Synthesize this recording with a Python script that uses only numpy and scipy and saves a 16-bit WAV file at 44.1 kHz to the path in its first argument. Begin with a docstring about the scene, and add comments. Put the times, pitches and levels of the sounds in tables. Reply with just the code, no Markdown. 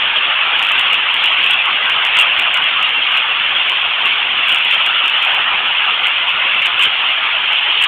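"""Heavy hail on a paved yard

Thousands of stones merge into a ticking hiss over wet splatter and a faint storm rumble, all heard
through a small, narrow-band microphone. Brief flurries lift the hiss and bring more and taller crests.
The tallest crests of the din overload the recorder, and each clips with a bright tick."""
import sys
import numpy as np
from scipy import signal
from scipy.fft import rfft, irfft
from scipy.io import wavfile
from scipy.ndimage import uniform_filter1d

SR = 44100
rng = np.random.default_rng(int(sys.argv[2]) if len(sys.argv) > 2 else 0)


def put_to_file(sound):
    """Save the sound as 16-bit audio at rate SR, in the file named by the first command-line argument."""
    columns = np.atleast_2d(sound).T  # one column per channel
    safe = np.clip(columns, -1, 1)
    whole_steps = np.round(safe * 32767)
    wavfile.write(sys.argv[1], SR, whole_steps.astype(np.int16))


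N = 347461
T = np.arange(N) / SR
HZ = np.fft.rfftfreq(N, 1 / SR)

# Tone of the whole downpour at the microphone. Each row: frequency in Hz, relative level in dB.
DOWNPOUR_EQ = [(20, -33.5), (150, -28.5), (250, -27), (480, -22.5), (750, -14), (1250, -7), (1850, -10.5),
               (2400, -6), (2780, -1.5), (3300, -5.5), (3500, -11), (3750, -23), (4300, -39.5),
               (4650, -46.5)]
# Clumps of stones clattering on one surface.
# Each row: centre in seconds, pitch in Hz, boost in dB, half length in seconds.
CLUMP_CLATTERS = [(2.191, 2666, 9.5, 0.028), (2.202, 1300, 3.5, 0.042), (2.813, 1218, 9.5, 0.022),
                  (4.894, 1482, 8.5, .022), (4.996, 1312, 5.5, 0.013), (5.269, 957, 7.5, 0.028),
                  (5.473, 1200, 4.5, .028), (5.564, 1060, 8, .016), (6.83, 3154, 1.5, 0.02)]
# Steady hiss of the pavement between flurries. Each row: time in seconds, level in dB.
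HISS_FADER = [(0.0, -15.5), (2.0, -15.5), (3.3, -15.5), (5.5, -16), (6.3, -15.6), (7.88, -15.5)]
# Flurries on the pavement nearby. Each row: centre in seconds, boost in dB, half length in seconds.
NEAR_FLURRIES = [(0.179, 2, 0.021), (0.697, 2.5, 0.06), (0.88, 1.7, 0.056), (1.25, 2, 0.035),
                 (1.458, 1.5, 0.098), (2.19, 4, 0.028), (2.403, 2.5, 0.016), (2.69, 1, 0.044),
                 (2.886, 1, 0.018), (3.17, 2, 0.041), (3.74, 1.14, 0.05), (4.067, 3, 0.012),
                 (4.514, 3.5, 0.034), (4.707, 3, 0.04), (4.85, 1, 0.027), (5.049, 3, 0.013),
                 (5.3, 1.5, 0.06), (6.062, 4.5, 0.014), (6.645, 3, 0.023), (6.836, 4, 0.029),
                 (7.82, 2, 0.063)]
# Slow swell of the wider yard. Each row: time in seconds, splatter level in dB, rumble level in dB.
YARD_FADERS = [(0.0, -20.5, -42.5), (0.75, -19.5, -40.5), (1.4, -21.9, -40.5), (1.75, -20.5, -42),
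               (2.45, -19, -40), (2.7, -22, -40), (3.25, -20.5, -43.5), (3.6, -22.5, -40.5),
               (4.1, -21, -41), (4.75, -22.5, -44.0), (5.2, -20.5, -43), (5.5, -18.5, -39.5),
               (5.8, -21, -43.5), (6.4, -20.5, -41.5), (7.0, -23, -42.5), (7.4, -20.5, -42),
               (7.88, -23.5, -44)]
# The tallest crests of the hail's din, which overload the recorder and tick brightly.
# Each row: time in seconds, peak in dB before clipping.
CLIPPED_CRESTS = [(0.172, -2.5), (0.596, -1.5), (0.628, -0.8), (0.669, -1.9), (0.701, -3), (0.797, -0.3),
                  (0.932, -0.8), (1.143, -1.3), (1.241, -0.9), (1.322, -2.0), (1.388, -2.0), (1.512, -0.7),
                  (1.658, -2), (1.898, -1.1), (2.051, -0.4), (2.171, 0.6), (2.189, 1.5), (2.199, -2),
                  (2.213, 0), (2.397, -0.4), (2.545, 0.1), (2.827, -1.3), (2.892, -2), (3.174, -1.5),
                  (3.697, -0.9), (4.074, -1.9), (4.5, -1.3), (4.547, -0.3), (4.586, -1.5), (4.651, -1.5),
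                  (4.744, -1.5), (4.864, -0.6), (5.081, -1), (5.251, -1.5), (5.349, -2), (6.07, -1.2),
                  (6.293, -2), (6.546, -2.2), (6.659, -0.5), (6.826, 0.5), (7.531, -2), (7.825, 0),
                  (7.839, 1.0)]

RUMBLE_TOP_HZ, SPLATTER_TOP_HZ, MIC_TOP_HZ = 546, 2148, 4500


def amp(db):
    """Decibels to gain."""
    return 10 ** (np.asarray(db) / 20)


def unit_rms(x):
    """Scales to rms 1."""
    return x / np.sqrt(np.mean(x ** 2) + 1e-20)


def fader_db(rows, column):
    """Rides a level in straight lines through one column of a table."""
    rows = np.asarray(rows)
    return np.interp(T, rows[:, 0], rows[:, column])


def below(edge_hz, steepness=12):
    """Share of the power that a steep low-pass lets through."""
    return 1 / (1 + (HZ / edge_hz) ** steepness)


def coloured(x, band):
    """Gives x the tone of the downpour within one band, at rms 1."""
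    hz, db = np.transpose(DOWNPOUR_EQ)
    eq = amp(np.interp(np.log(HZ + 1), np.log(hz), db))
    return unit_rms(irfft(rfft(x) * eq * np.sqrt(np.maximum(band, 0)), N))


def impacts(per_s, spread_db, far_db):
    """Randomly timed impacts, mostly small, over the smooth wash of countless far ones."""
    size = amp(spread_db * np.minimum(rng.exponential(1, N), 4))
    near = size * rng.choice([-1, 1], N) * (rng.random(N) < per_s / SR)
    return unit_rms(near) + amp(far_db) * rng.standard_normal(N)


def clumped(x, patchy_db, flutter_db, patch_bins):
    """Stones land in clumps: brief patches of ringing colour, a flutter across all pitches, clatters."""
    hz, t, spectrum = signal.stft(x, SR, nperseg=1024, noverlap=768)
    patches = uniform_filter1d(rng.standard_normal(spectrum.shape), size=patch_bins, axis=0)
    patches = uniform_filter1d(patches, size=6, axis=1)
    flutter = uniform_filter1d(rng.standard_normal(len(t)), size=6)
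    gain_db = patchy_db * unit_rms(patches) + flutter_db * unit_rms(flutter)
    for centre, pitch_hz, boost_db, half_s in CLUMP_CLATTERS:
        across_pitch = np.exp(-.5 * ((hz[:, None] - pitch_hz) / 150) ** 2)
        gain_db += boost_db * across_pitch * np.exp(-.5 * ((t - centre) / half_s) ** 2)
    return signal.istft(spectrum * amp(gain_db), SR, nperseg=1024, noverlap=768)[1][:N]


def flurry_db():
    """How far the flurries lift the hiss; each swells and fades as a bell curve."""
    return sum(boost_db * np.exp(-.5 * ((T - centre) / half_s) ** 2)
               for centre, boost_db, half_s in NEAR_FLURRIES)


def pavement_hiss():
    """The top layer: hard ticks of ice on paving, dense enough to hiss."""
    ticks = impacts(per_s=1800, spread_db=2.5, far_db=3.5)
    ticks = clumped(ticks, patchy_db=2.5, flutter_db=0.5, patch_bins=4)
    band = (1 - below(SPLATTER_TOP_HZ)) * below(MIC_TOP_HZ, steepness=80)
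    return amp(fader_db(HISS_FADER, column=1) + flurry_db()) * coloured(ticks, band)


def yard_splatter():
    """The mids: duller, wetter blows on slush, hedge and roofs."""
    splats = impacts(per_s=900, spread_db=0.5, far_db=1.5)
    splats = clumped(splats, patchy_db=3.0, flutter_db=0.84, patch_bins=5)
    band = below(SPLATTER_TOP_HZ) - below(RUMBLE_TOP_HZ)
    return amp(fader_db(YARD_FADERS, column=1)) * coloured(splats, band)


def storm_rumble():
    """The low end: the lumpy roar of the storm."""
    roar = clumped(rng.standard_normal(N), patchy_db=2.5, flutter_db=2.27, patch_bins=5)
    return amp(fader_db(YARD_FADERS, column=2)) * coloured(roar, below(RUMBLE_TOP_HZ))


def limiter(bed, ceiling, passes):
    """Shaves the crests of the dense bed, within its own band, to hold it back from clipping."""
    band = below(3500, steepness=40) - below(900, steepness=20)
    for _ in range(passes):
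        envelope = abs(signal.hilbert(bed)) + 1e-9
        excess = bed * np.maximum(1 - ceiling / envelope, 0)
        bed = bed - irfft(rfft(excess) * band, N)
    return bed


def crest_lifts(bed, crests, ping_hz, min_width_s):
    """Chance peaks in the din: a ping of a few cycles lifts a crest of the bed to each given peak."""
    analytic, pings = signal.hilbert(bed), np.zeros(N)
    for (time, peak_db), (detune, stretch) in zip(crests, rng.random((len(crests), 2))):
        nearby = np.clip(round(time * SR), 260, N - 260) + np.arange(-60, 60)
        crest = nearby[np.argmax(abs(analytic[nearby]))]
        span = crest + np.arange(-200, 200)
        t = T[span] - T[crest]
        lift = max(amp(peak_db) - abs(analytic[crest]), 0)
        envelope = np.exp(-.5 * (t / (min_width_s * (1 + stretch))) ** 2)
        pitch_hz = ping_hz * (1 + 0.18 * (detune - .5))
        phase = 2 * np.pi * pitch_hz * t + np.angle(analytic[crest])  # in step with the bed
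        ping = lift * envelope * np.exp(1j * phase)
        analytic[span] += ping  # an overlapping ping rides on this one
        pings[span] += ping.real
    return pings


def trailing_crests(gap_s, drop_db):
    """A lower crest closely follows each of the tallest. Each row: time in seconds, peak in dB."""
    return [(time + rng.uniform(*gap_s), peak_db - rng.uniform(*drop_db))
            for time, peak_db in CLIPPED_CRESTS]


def stray_crests(lull_per_s, lull_peak_db):
    """Lesser crests at random, denser and taller in flurries. Each row: time in seconds, peak in dB."""
    surge_db = flurry_db()
    occurs = rng.random(N) < (lull_per_s + 12 * surge_db) / SR
    peak_db = rng.uniform(*lull_peak_db, N) + 0.34 * surge_db
    return list(zip(T[occurs], peak_db[occurs]))


def scene():
    """A mono bed of hiss, splatter and rumble, with tall crests poking out of it."""
    bed = limiter(pavement_hiss() + yard_splatter() + storm_rumble(), ceiling=.655, passes=4)
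    crests = list(CLIPPED_CRESTS) + trailing_crests(gap_s=(.004, .028), drop_db=(.5, 1.5))
    crests += stray_crests(lull_per_s=.5, lull_peak_db=(-2.9, -2.1))
    return (bed + crest_lifts(bed, crests, ping_hz=2750, min_width_s=0.00036))[None]


def record(dry):
    """The recorder clips the tallest crests flat, throwing out short treble ticks; a high cut follows."""
    clip_level, high_cut_hz = .71, 15900
    clipped = np.clip(dry, -clip_level, clip_level)
    high_cut = signal.firwin(511, high_cut_hz, window=("kaiser", 9), fs=SR)
    return signal.oaconvolve(clipped, high_cut[None], "same")


dry = scene()
out = record(dry)
put_to_file(out)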